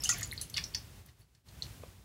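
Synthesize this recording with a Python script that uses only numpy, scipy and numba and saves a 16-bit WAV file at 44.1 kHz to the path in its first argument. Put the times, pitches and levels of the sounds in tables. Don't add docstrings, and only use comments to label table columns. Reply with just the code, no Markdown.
import sys
import numpy as np
from scipy import signal
from scipy.fft import rfft, irfft
from scipy.io import wavfile
from scipy.ndimage import uniform_filter1d
from numba import njit

SR = 44100
rng = np.random.default_rng(int(sys.argv[2]) if len(sys.argv) > 2 else 0)


def volts(x):
    e = np.asarray(x, float) / 20
    return 10 ** e


def output_pcm(signal):
    pcm = np.clip(np.atleast_2d(signal).T, -1, 1) * 32767
    wavfile.write(sys.argv[1], SR, np.round(pcm).astype(np.int16))


N = 90052

# (time [s], peak level [dB], pitch [Hz], life [cycles])
DROPS = [(.1060, -23.5, 7170, 11), (.1135, -22, 6100, 13.6), (.1270, -31, 6870, 21),
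         (.1960, -40.5, 6830, 21), (.0548, -29, 2940, 13.6), (.070, -41, 2980, 12), (.0915, -29, 1398, 9.7),
         (.125, -44.5, 1158, 9.2), (.0925, -34.5, 1937, 25.5), (.1231, -35, 2570, 10),
         (.2094, -38, 2040, 3.1), (.2200, -35, 1916, 5.2), (.3394, -45, 1990, 5.7), (.5645, -31, 2780, 9.3),
         (.5660, -33.5, 3420, 11), (.5791, -27, 2380, 5.8), (.5800, -32.5, 3350, 16),
         (.5805, -38, 1725, 10.5), (.6114, -49, 2465, 26), (.7477, -36.5, 3340, 8), (.748, -43, 1800, 6.3),
         (1.0880, -60.5, 1900, 8.4), (1.350, -67.5, 1710, 6.4),
         (.0044, -37, 5380, 27), (.0214, -40, 5400, 20), (0.036, -27.5, 4960, 8.9),
         (0.0378, -24, 6960, 7.7), (0.0438, -25.5, 6140, 16), (0.0519, -30, 6530, 42),
         (0.091, -16, 5250, 4.9), (0.0923, -18.5, 6860, 17), (0.0987, -22, 7120, 11),
         (0.1001, -22, 6330, 27), (.1100, -23, 6740, 14), (0.2296, -30, 6730, 19), (0.231, -34, 4530, 9.8),
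         (0.3777, -28.5, 4370, 6.9), (0.399, -47.5, 4350, 11), (0.412, -36.5, 4100, 13),
         (0.414, -33, 6100, 11.4), (0.4988, -50, 6260, 12), (.5410, -41.5, 3500, 8.7),
         (0.542, -27.5, 4500, 11.7), (.5701, -25, 4850, 14), (.5715, -22.5, 5360, 8.6),
         (0.5755, -25, 4520, 8.2), (.6380, -36, 4200, 8.1), (0.6398, -25, 5490, 8.7),
         (0.7466, -25, 4700, 10.3), (0.75, -22.5, 5700, 6.7),
         (0.0368, -31, 9080, 12), (0.0908, -28.5, 9010, 19), (0.091, -31.5, 11050, 22),
         (0.127, -40, 10200, 13), (.1330, -33, 11000, 5.2), (0.178, -47, 9820, 21), (0.184, -38, 10600, 13),
         (0.1845, -34.5, 13300, 10), (.2570, -39, 12630, 5), (0.4131, -26.5, 9890, 8.9),
         (0.499, -40.5, 12050, 16), (.5385, -42.5, 9700, 16), (.5700, -38.5, 11000, 9.2),
         (1.0615, -41, 12630, 2.4), (1.0880, -61, 4240, 11), (1.1930, -53.5, 12900, 3.2),
         (1.2100, -58.5, 10700, 18), (1.2161, -61.5, 4480, 21), (1.349, -62, 4180, 8.4),
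         (1.485, -51.5, 4200, 11), (1.6243, -45, 6200, 11)]
# (time [s], peak level [dB], pitch [Hz], life [cycles])
PATTER = [(.0400, -32, 6300, 10), (.0470, -39, 10200, 16), (.0505, -31, 7400, 16), (.0770, -41, 3120, 28),
          (.0745, -47.5, 4220, 12), (.0945, -40, 9000, 13), (.1030, -27, 6700, 8.8), (.1140, -27, 7100, 11),
          (.1330, -31.5, 5040, 8), (.1425, -37.5, 2270, 11), (.1440, -39.5, 5440, 20),
          (.1650, -42.5, 1680, 8.5), (.1770, -44, 10800, 11), (.2340, -37, 6800, 30),
          (.2440, -38, 7000, 45), (.3330, -50, 4000, 12), (.3820, -44, 4140, 15), (.4160, -38.5, 10400, 16),
          (.4190, -45, 9340, 18), (.4235, -38, 10100, 27), (.4340, -42, 9900, 25),
          (.5510, -44.5, 4440, 8.6), (.5850, -35.5, 5000, 9), (.5920, -41.5, 5300, 9),
          (.6080, -43.5, 4630, 15), (.6430, -37.5, 5920, 8.9), (.6530, -41.5, 5450, 20),
          (.7390, -40, 4660, 14), (.7400, -45.5, 3320, 9), (.7535, -35, 5200, 9.8),
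          (0.7484, -23.5, 4850, 5.8), (.7570, -39.5, 4900, 11), (.7710, -41.5, 5220, 20),
          (.7830, -44, 5280, 22), (0.4133, -39.5, 4650, 11), (0.57, -36, 2830, 13),
          (0.0926, -27, 4230, 5.3), (.0400, -38.5, 4340, 12)]
# (time [s], peak level [dB], pitch [Hz], life [cycles])
GULPS = [
    (.045, -53, 758, 13),
    (.07, -58.5, 710, 13),
    (.093, -44, 805, 6.6),
    (.13, -53, 707, 23),
    (.19, -57, 654, 17),
    (0.574, -50, 1123, 15.6),
    (.748, -47, 930, 3.3),
]
# (time [s], peak
# level [dB], pitch [Hz], life [cycles])
SURFACE_POPS = [(0.021, -37.5, 11500, 20), (0.2097, -33.5, 12400, 18), (.2735, -41, 10500, 32),
                (.3130, -32.5, 3920, 8.7), (0.3175, -35, 4100, 15), (0.3197, -34.5, 9570, 16),
                (0.32, -39, 11800, 12), (.3259, -31.5, 2077, 6), (.3333, -37, 12400, 20),
                (.3335, -36, 10500, 14), (0.5705, -25, 5300, 2), (0.5804, -18, 3500, 1.9),
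                (1.622, -23.5, 4140, 9.7), (1.6265, -44, 4320, 14), (1.626, -44, 3370, 8.2),
                (1.635, -46, 3470, 11), (1.641, -46, 4460, 12), (1.6545, -46, 3720, 8.2),
                (1.658, -49, 4500, 9), (1.666, -47, 2700, 2.8), (1.8355, -46, 765, 2.2),
                (0.0353, -37.5, 11700, 14), (0.7457, -40.5, 13100, 10)]
# (time [s], peak level [dB], centre [Hz],
# decay [s], half width [octaves])
SPRAY_CRACKS = [(0.036, -38.5, 6400, 0.027, 0.77), (0.091, -30, 4700, 0.0069, 1),
                (.184, -46, 9000, 0.0031, .85), (0.21, -40, 5500, 0.0038, .85),
                (.229, -37, 5460, 0.0068, 0.55), (0.412, -41.5, 9000, 0.014, 0.41),
                (.498, -47, 5800, 0.0042, 1), (.541, -41, 3870, 0.0054, 0.54),
                (.565, -37.5, 3000, 0.01, 0.68), (.579, -38.5, 4000, 0.0034, 0.93),
                (.638, -47, 5000, 0.0047, 0.71), (0.7469, -35, 3850, 0.0033, .85),
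                (1.0618, -52, 9000, 0.00048, .85), (1.085, -63, 3500, 0.009, 0.75),
                (1.349, -64, 4500, 0.0053, .7), (1.486, -57.5, 4800, 0.006, .6),
                (1.623, -47.5, 4560, 0.013, 0.43), (1.8345, -49, 1500, 0.002, 0.77)]
# (time [s], level [dB])
STREAM_LEVEL = [(0, -70), (.04, -53.5), (.1, -51.5), (.2, -55), (.3, -71.5), (.42, -60.5), (.5, -81),
                (.58, -58.5), (.7, -79), (.8, -68), (1.0, -83)]
# (time [s], level [dB])
GATE_LEVEL = [(0, -49.5), (.2, -47.5), (.5, -53.5), (.6, -47), (.7, -51), (.9, -54.5), (1.0, -53.5),
              (1.045, -61), (1.07, -57), (1.16, -67), (1.21, -60), (1.26, -70), (1.38, -68), (1.435, -75.5),
              (1.47, -58), (1.65, -50.5), (1.85, -53.5), (2.04, -60)]
# (frequency [Hz], density [dB per Hz])
ROOM_TONE = [(30, -18), (50, -1), (115, -2.5), (200, -14), (540, -24), (1430, -27.5), (3670, -29),
             (16000, -35.5)]


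def unit(x):
    return x / np.sqrt(np.mean(x ** 2))


def curve(points):
    p = np.array(points)
    return np.interp(np.arange(N) / SR, p[:, 0], p[:, 1])


@njit
def add_bubbles(out, times, sizes, pitches, cycles, rise, swell):
    for k in range(len(times)):
        life = cycles[k] / pitches[k]
        start = int(times[k] * SR) + 1
        stop = min(start + int(3 * life * SR), len(out))
        for i in range(start, stop):
            u = (i / SR - times[k]) / life
            shape = (u / swell * np.exp(1 - u / swell)) ** 3
            turns = cycles[k] * u * (1 - rise / 2 + rise * u / 2)
            out[i] += sizes[k] * shape * np.sin(2 * np.pi * turns)


def bubbles(rows, swell=0.47):
    out = np.zeros(N)
    times, db, hz, cycles = np.array(rows, float).T.copy()
    pitches = np.minimum(hz, 0.4 * SR)
    add_bubbles(out, times, volts(db), pitches, np.maximum(cycles, 1.0), 0.04, swell)
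    return out


def splashes(rows):
    level_db, decay_s, top_hz = -27.5, 0.0013, 11000
    table = np.array(rows)
    hits = np.zeros(N)
    np.add.at(hits, (table[:, 0] * SR).astype(int), volts(table[:, 1] + level_db))
    envelope = signal.lfilter([1], [1, -np.exp(-1 / (decay_s * SR))], hits)
    bright_noise = np.diff(rng.standard_normal(N + 1))
    return signal.lfilter(*signal.butter(2, top_hz, fs=SR), envelope * bright_noise)


def stream_fizz():
    per_s, span_s = 900, 1.1
    centre_hz, spread_octaves, cycles, scatter_db = 4000, 0.81, 5.9, 2.5
    when, pitch_a, size, pitch_b = rng.random((int(per_s * span_s), 4)).T
    octaves = spread_octaves * 2 * (pitch_a + pitch_b - 1)
    hz = np.clip(centre_hz * 2 ** octaves, 900, 15000)
    db = -scatter_db * np.log(size + 0.03)
    rows = np.c_[when * span_s, db, hz, np.full(len(when), cycles)]
    return unit(bubbles(rows)) * volts(curve(STREAM_LEVEL))


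def spray_cracks():
    out = np.zeros(N)
    t = np.arange(2048) / SR
    for s, db, hz, decay_s, octaves in SPRAY_CRACKS:
        edges = [hz / 2 ** octaves, min(hz * 2 ** octaves, 0.45 * SR)]
        band = signal.butter(2, edges, "band", fs=SR)
        noise = signal.lfilter(*band, rng.standard_normal(len(t)))
        start = int(s * SR)
        out[start:start + len(t)] += volts(db) * unit(noise) * np.exp(-t / decay_s)
    return out


def table_knock():
    return bubbles([(1.8345, -40.5, 493, 2.3)], swell=0.46)


def bowl_and_room(x):
    bowl_db, bowl_t60_s, echoes_per_s, bowl_gap_s = -2, 0.038, 6000, 0.0012
    room_db, room_t60_s, room_dull_hz = -10, 0.18, 9000
    t = np.arange(SR // 3) / SR
    chance = np.clip((echoes_per_s / SR - rng.random(len(t))) * SR / 200, 0, 1)
    echoes = rng.standard_normal(len(t)) * chance * (t > bowl_gap_s)
    echoes = echoes * volts(-60 * t / bowl_t60_s)
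    tail = rng.standard_normal(len(t)) * volts(-60 * t / room_t60_s)
    tail = tail * np.minimum(t / 0.015, 1)
    tail = signal.lfilter(*signal.butter(1, room_dull_hz, fs=SR), tail)
    response = volts(bowl_db) * echoes / np.sqrt(np.sum(echoes ** 2))
    response = response + volts(room_db) * tail / np.sqrt(np.sum(tail ** 2))
    return x + signal.fftconvolve(x, response)[:N]


def lifted_hiss(water):
    level_db, release_s = -28.5, 0.045
    keep = np.exp(-1 / (release_s * SR))
    opening = np.sqrt(signal.lfilter([1 - keep], [1, -keep], water ** 2))
    return volts(level_db) * opening * np.diff(rng.standard_normal(N + 1))


def walk(rate):
    k = int(SR / rate)
    steps = np.repeat(rng.standard_normal(N // k + 1), k)
    return 0.82 * uniform_filter1d(uniform_filter1d(steps, k), k)[:N]


def room_tone():
    hum_hz, hum_db = 115, -12.5
    f = np.maximum(np.fft.rfftfreq(N, 1 / SR), 1)
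    p = np.array(ROOM_TONE)
    colour = volts(np.interp(np.log(f), np.log(p[:, 0]), p[:, 1]))
    colour = colour / (1 + (38 / f) ** 8)
    noise = rfft(rng.standard_normal(N)) * colour
    low = 1 / (1 + (f / 300) ** 2)
    rumble = irfft(noise * low, N)
    hiss = irfft(noise * (1 - low), N)
    scale = np.sqrt(np.mean(rumble ** 2))
    hum = volts(hum_db + 3.9 * walk(8.8)) * np.sin(2 * np.pi * hum_hz * np.arange(N) / SR)
    rumble = rumble / scale * volts(1.3 * walk(9.7))
    hiss = hiss / scale * volts(0.67 * walk(22.53))
    return (rumble + hum + hiss) * volts(curve(GATE_LEVEL))


def scene():
    drops = DROPS
    tone, knock, pops = room_tone(), table_knock(), bubbles(SURFACE_POPS)
    pool = bubbles(drops + GULPS + PATTER) + splashes(drops + SURFACE_POPS)
    pool = pool + stream_fizz() + spray_cracks()
    wet = volts(-8.5)
    water = bowl_and_room(pool + wet * pops + 0.42 * knock) + (1 - wet) * pops
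    return (water + lifted_hiss(water) + 0.63 * knock + tone)[None]


def band_limit(x):
    return signal.sosfilt(signal.butter(12, 16480, fs=SR, output="sos"), x)


def record(dry):
    low_pass = signal.ellip(8, 0.3, 40, 15750, fs=SR, output="sos")
    mix = signal.sosfilt(low_pass, dry)
    return band_limit(mix)


dry = scene()
out = record(dry)
output_pcm(out)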